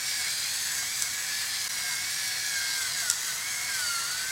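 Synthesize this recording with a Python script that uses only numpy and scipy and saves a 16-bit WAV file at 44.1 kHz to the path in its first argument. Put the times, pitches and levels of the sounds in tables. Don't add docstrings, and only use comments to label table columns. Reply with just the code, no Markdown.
import sys
import numpy as np
from scipy import signal
from scipy.fft import rfft, irfft
from scipy.io import wavfile
from scipy.ndimage import uniform_filter1d, map_coordinates

SR = 44100
rng = np.random.default_rng(int(sys.argv[2]) if len(sys.argv) > 2 else 0)


def log_audio(samples):
    frames = np.atleast_2d(samples).T
    limited = np.clip(frames, -1, 1)
    pcm = np.round(limited * 32767).astype(np.int16)
    wavfile.write(sys.argv[1], SR, pcm)


N = 190244
TIME = np.arange(N) / SR

# (time [s], speed [turns/s])
MOTOR_SPEED = [(0.0, 83.57), (0.17, 84.54), (0.21, 81.13), (0.44, 88.26), (0.55, 87.68), (0.82, 79.83),
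               (0.97, 87.68), (1.05, 79.5), (1.13, 83.67), (1.55, 87.56), (1.66, 82.2), (1.96, 79.46),
               (2.18, 86.54), (2.31, 82.31), (2.45, 84.66), (2.6, 79.4), (2.76, 80.22), (2.89, 74.73),
               (2.97, 82.95), (3.11, 70.29), (3.26, 77.31), (3.34, 74.12), (3.5, 83.56), (3.59, 79.42),
               (3.68, 82.36), (3.86, 71.05), (4.01, 67.94), (4.12, 73.34), (4.31, 78.3)]
# (multiple of motor speed [x], relative level [dB])
PINION_LOW_ORDERS = [(6, -15), (9, -4), (12.33, -6.5), (18, -1.5), (21.33, -1)]
PINION_UPPER_ORDERS = [(27, 0.5), (30.5, -27)]
SECOND_STAGE_ORDERS = [(20, -2.3), (41.33, -22), (62, -19)]
# (time [s], second stage base level [dB], upper whine base level [dB])
MESH_LEVELS = [(0, -44.5, -40), (.25, -43, -36.5), (.5, -56, -55), (.8, -40.5, -43.5), (.95, -53, -40),
               (1.05, -46, -44), (1.17, -40.5, -43), (1.36, -39.5, -36), (1.56, -46, -47), (1.95, -41, -41),
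               (2.15, -46.5, -38.5), (2.45, -37, -40.5), (2.76, -41, -40), (2.9, -40.5, -44),
               (3.05, -46, -44), (3.11, -35.5, -35), (3.16, -47, -48), (3.48, -44, -40), (3.68, -46, -42),
               (3.9, -36.5, -47), (4.31, -37, -39)]
# (time [s], gear rattle level [dB], burr base level [dB])
WORK_LEVELS = [(0.0, -38, -39.0), (0.12, -34.0, -38.5), (1.05, -36.5, -35.5), (1.13, -38.5, -38.5),
               (1.4, -34, -38), (1.48, -36.5, -36.5), (1.55, -33, -42), (1.67, -35.5, -37.5),
               (2.57, -36, -39), (2.71, -34, -39.5), (2.79, -35.5, -37), (3.11, -35, -39.5),
               (3.21, -37.5, -36.5), (3.31, -35.5, -38), (3.36, -39.0, -37), (3.71, -38.0, -40.5),
               (3.8, -36.5, -39), (4.31, -38, -39)]
# (frequency [Hz], relative level [dB])
WHIRR_SPECTRUM = [(250, -36), (500, -15), (800, -14), (1000, -10), (1250, -6.5), (1480, -1), (1900, -0.5),
                  (2200, 0.5), (2380, -6), (2850, -8), (3550, -10.5), (4200, -11)]
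HOUSING_SPECTRUM = [(2000, -11), (3000, -10.5), (3280, -0.5), (3600, -4), (3900, 0), (4450, 3),
                    (4950, -1.5), (5300, -2), (5600, 1.5), (6100, -9), (8000, -6.5), (15000, -26.5)]
BURR_SPECTRUM = [(3000, -39), (5300, -7), (6000, 2), (6600, 3.5), (7100, 1.5), (7500, -1.5), (8300, -7),
                 (9200, -6.5), (12000, -8)]
SPLINTER_SPECTRUM = [(5000, -1), (8200, -3), (9450, 5.5), (10200, 1.5), (11200, 1.5), (12400, -2),
                     (13000, -7), (13700, -9), (15800, -9.5)]
# (frequency [Hz], width [Hz])
HAND_MODES = [(4270, 230), (5650, 330), (6500, 350), (7150, 200)]
# (time [s], lower pitch [Hz], lower base level [dB], upper level [dB])
TUBE_RINGS = [(0, 8070, -46, -50), (.35, 8180, -40, -56), (.5, 7920, -44, -48), (1.2, 7775, -40.5, -51),
              (1.55, 7774, -49, -46.5), (2.3, 7844, -51, -47), (2.9, 7826, -43, -46),
              (3.45, 7820, -44.5, -48.5), (4.31, 7920, -43.5, -49)]
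# (frequency [Hz], relative level [dB])
RUMBLE_SPECTRUM = [(25, -29), (40, -20), (60, -5), (80, -6), (99, 2), (115, -3.5), (135, -1), (200, -8),
                   (300, -9.5), (500, -14.5), (1000, -26)]
# (time [s], dry peak level [dB])
TOOTH_CATCHES = [(.083, -31), (.27, -26), (.452, -28)]
CORN_SNAPS = [(.085, -23), (1.0227, -8.5), (2.464, -20), (2.693, -21), (3.0996, -15), (3.1002, -4.2),
              (3.1121, -11), (3.747, -25), (4.216, -25)]
# (frequency [Hz], relative level [dB], time to fall 60 dB [s])
CATCH_RINGS = [(1700, 0, .018), (2070, 1, .018), (2124, 28, 0.036)]
SNAP_RINGS = [(1950, -13, .004), (4260, -9, .004), (6190, 1.5, .004), (7400, 9.5, .0022), (8700, -1, .0025),
              (10600, -3, .0025), (13280, -13, .0025)]
# (time [s], gain [dB])
LEVEL_DIP = [(1.679, 0), (1.685, -17), (1.688, -17), (1.691, -5), (1.701, 0)]
# (time [s], level [dB])
LABOUR_LEVEL = [(3.55, -72), (3.72, -42.5), (3.85, -35), (4.05, -38.5), (4.2, -42), (4.31, -47)]
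# (frequency [Hz], width [Hz], relative level [dB])
RASP_MODES = [(4600, 600, -11), (6800, 1500, -1), (9370, 600, -2)]
# (multiple of motor speed [x], relative level [dB])
ROUGH_ORDERS = [(30.5, -10), (41.33, -14), (61.5, -7.5), (64.5, -6)]


def undb(db):
    return 10 ** (np.asarray(db) / 20)


def unit(x):
    return x / np.sqrt(np.mean(x ** 2))


def curves(table):
    times, *columns = np.transpose(table)
    return [np.interp(TIME, times, column) for column in columns]


def drift(per_s):
    f = np.arange(N // 2 + 1) * SR / N
    return unit(irfft(rfft(rng.standard_normal(N)) / (1 + (f / per_s) ** 4), N))


def colour(x, spectrum):
    hz, db = np.transpose(spectrum)
    f = np.maximum(np.arange(N // 2 + 1) * SR / N, 1)
    skirts = np.minimum(f / hz[0], 1) ** 2 * np.minimum(hz[-1] / f, 1) ** 2
    response = undb(np.interp(np.log(f), np.log(hz), db))
    return unit(irfft(rfft(x) * skirts * response, N))


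def resonate(x, hz, width):
    return signal.lfilter(*signal.iirpeak(hz, hz / width, fs=SR), x)


def ring(x, hz, width):
    return unit(resonate(resonate(x, hz, width), hz, width))


def slide(x, rate):
    place = np.cumsum(rate)
    return map_coordinates(x, [place / place[-1] * (N - 1)], order=3)


def grains(per_s, spread_db):
    happens = rng.random(N) < per_s / SR
    sign = np.sign(rng.standard_normal(N))
    size = undb(spread_db * np.clip(rng.standard_normal(N), -2, 2))
    return unit(happens * sign * size)


def braking(speed_hz):
    felt_over_s, firm_bite_hz_per_s = .045, 47
    slowing = -np.gradient(speed_hz) * SR
    return uniform_filter1d(slowing, int(felt_over_s * SR)) / firm_bite_hz_per_s


def whine(turns, orders, flutter_db, wobble_rad):
    out = 0
    for multiple, db in orders:
        phase = 2 * np.pi * multiple * turns + wobble_rad * drift(26)
        out += undb(db + flutter_db * drift(37)) * np.sqrt(2) * np.sin(phase)
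    return out


def gears(turns, speed_hz, brake):
    low = whine(turns, PINION_LOW_ORDERS, flutter_db=4, wobble_rad=.21)
    stage = whine(turns, SECOND_STAGE_ORDERS, flutter_db=2, wobble_rad=.27)
    upper = whine(turns, PINION_UPPER_ORDERS, flutter_db=1.5, wobble_rad=.15)
    detune_hz = np.abs(speed_hz - 80.3)
    low_db = -55 + brake - .63 * detune_hz + drift(7.7)
    stage_db, upper_db = curves(MESH_LEVELS)
    stage_db += 3 * brake + 1.7 * drift(11)
    upper_db -= 1.7 * detune_hz
    return undb(low_db) * low + undb(stage_db) * stage + undb(upper_db) * upper


def tooth_knocks(turns, per_turn, spread_db, scrape):
    tooth = np.floor(per_turn * turns + .15 * drift(600))
    hits = np.diff(tooth, prepend=tooth[0]) * rng.standard_normal(N)
    return unit(unit(hits) + scrape * grains(12000, spread_db))


def crunches(per_s, fade_s):
    crumbs = (rng.random(N) < per_s / SR) * rng.random(N)
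    decay = np.exp(-1 / (fade_s * SR))
    return unit(1 + signal.lfilter([1], [1, -decay], crumbs))


def grinding(turns, speed_hz, brake):
    rattle_db, burr_db = curves(WORK_LEVELS)
    splinter_db = -42.5 + 1.5 * brake + .17 * (burr_db - burr_db.mean()) + .6 * drift(8)
    teeth = colour(grains(7000, spread_db=3), WHIRR_SPECTRUM)
    whirr_db = -40 + .06 * (speed_hz - speed_hz.mean()) + .9 * drift(22)
    whirr = undb(whirr_db) * slide(teeth, speed_hz)
    knocks = tooth_knocks(turns, per_turn=20, spread_db=-2, scrape=1.1)
    rattle = undb(rattle_db) * colour(knocks, HOUSING_SPECTRUM)
    burr = undb(burr_db + .8 * brake) * colour(grains(12000, spread_db=0), BURR_SPECTRUM)
    splinters = undb(splinter_db) * colour(grains(12000, spread_db=2.5), SPLINTER_SPECTRUM)
    crunch = crunches(per_s=55, fade_s=.0027)
    return whirr + np.sqrt(crunch) * rattle + crunch * (burr + splinters)


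def grip(x):
    return x + sum(.3 * drift(2.5) * resonate(x, hz, width) for hz, width in HAND_MODES)


def steel_tube(brake):
    lower_hz, lower_db, upper_db = curves(TUBE_RINGS)
    rattle_db, _ = curves(WORK_LEVELS)
    holder_db = -46 + 2.5 * (rattle_db - rattle_db.mean())
    grit = grains(8000, spread_db=7)
    lower_db += brake + 1.1 * drift(18)
    lower = slide(ring(grit, lower_hz.mean(), width=270), lower_hz)
    upper = ring(grit, hz=8550, width=330)
    holder = ring(grit, hz=4885, width=350)
    return undb(lower_db) * lower + undb(upper_db) * upper + undb(holder_db) * holder


def counter_echo(x, lag_s, sway, echo_db):
    lag = lag_s * SR * (1 + sway * drift(1.86))
    return x + undb(echo_db) * map_coordinates(x, [np.arange(N) - lag], order=3)


def kitchen(x, t60, wet_db):
    t = TIME[:SR // 2]
    tail = rng.standard_normal(len(t)) * undb(-60 * t / t60) * (t > .006)
    return x + undb(wet_db) * signal.fftconvolve(x, tail / np.linalg.norm(tail))[:N]


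def room_rumble():
    return undb(-56.5) * colour(rng.standard_normal(N), RUMBLE_SPECTRUM)


def tooth_catches():
    t = TIME[:SR // 20]
    frame = sum(undb(db - 60 * t / t60) * np.sin(2 * np.pi * hz * t) for hz, db, t60 in CATCH_RINGS)
    blows = np.zeros(N)
    for time_s, peak_db in TOOTH_CATCHES:
        blows[int(time_s * SR)] = undb(peak_db)
    return signal.fftconvolve(blows, frame / np.abs(frame).max())[:N]


def corn_snaps():
    out = np.zeros(N)
    t = TIME[:SR // 20]
    attack = 1 - np.exp(-t / .00015)
    for time_s, peak_db in CORN_SNAPS:
        detunes = 1 + .0047 * rng.standard_normal(len(SNAP_RINGS))
        modes = sum(undb(db - 60 * t / t60) * np.sin(2 * np.pi * hz * detune * t)
                    for (hz, db, t60), detune in zip(SNAP_RINGS, detunes))
        force = undb(-19 - 60 * t / .014) * rng.standard_normal(len(t))
        force[0] = 1
        click = signal.fftconvolve(modes * attack, force)[:len(t)]
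        start = int(time_s * SR)
        out[start:start + len(t)] += undb(peak_db) * click / np.abs(click).max()
    return out


def labouring(turns):
    labour_db, = curves(LABOUR_LEVEL)
    strain = tooth_knocks(turns, per_turn=20, spread_db=8, scrape=.71)
    rasp = sum(undb(db - 4.5) * ring(strain, hz, width) for hz, width, db in RASP_MODES)
    rough_whine = whine(turns, ROUGH_ORDERS, flutter_db=4, wobble_rad=3.8)
    return undb(labour_db) * (rasp + rough_whine)


def scene():
    speed_hz, = curves(MOTOR_SPEED)
    turns = np.cumsum(speed_hz) / SR
    brake = braking(speed_hz)
    hiss = grip(grinding(turns, speed_hz, brake)) + steel_tube(brake) + labouring(turns)
    hiss = counter_echo(hiss, lag_s=.001068, sway=.093, echo_db=-14)
    gear_whine = gears(turns, speed_hz, brake)
    clatter = kitchen(hiss + corn_snaps() + tooth_catches(), t60=.22, wet_db=-13)
    mono = gear_whine + clatter + room_rumble()
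    return np.array([mono, mono])


def record(dry):
    dip_db, = curves(LEVEL_DIP)
    top_hz = 15800
    lowpass = signal.ellip(10, .1, 80, top_hz, fs=SR, output="sos")
    return signal.sosfilt(lowpass, dry * undb(dip_db))


dry = scene()
out = record(dry)
log_audio(out)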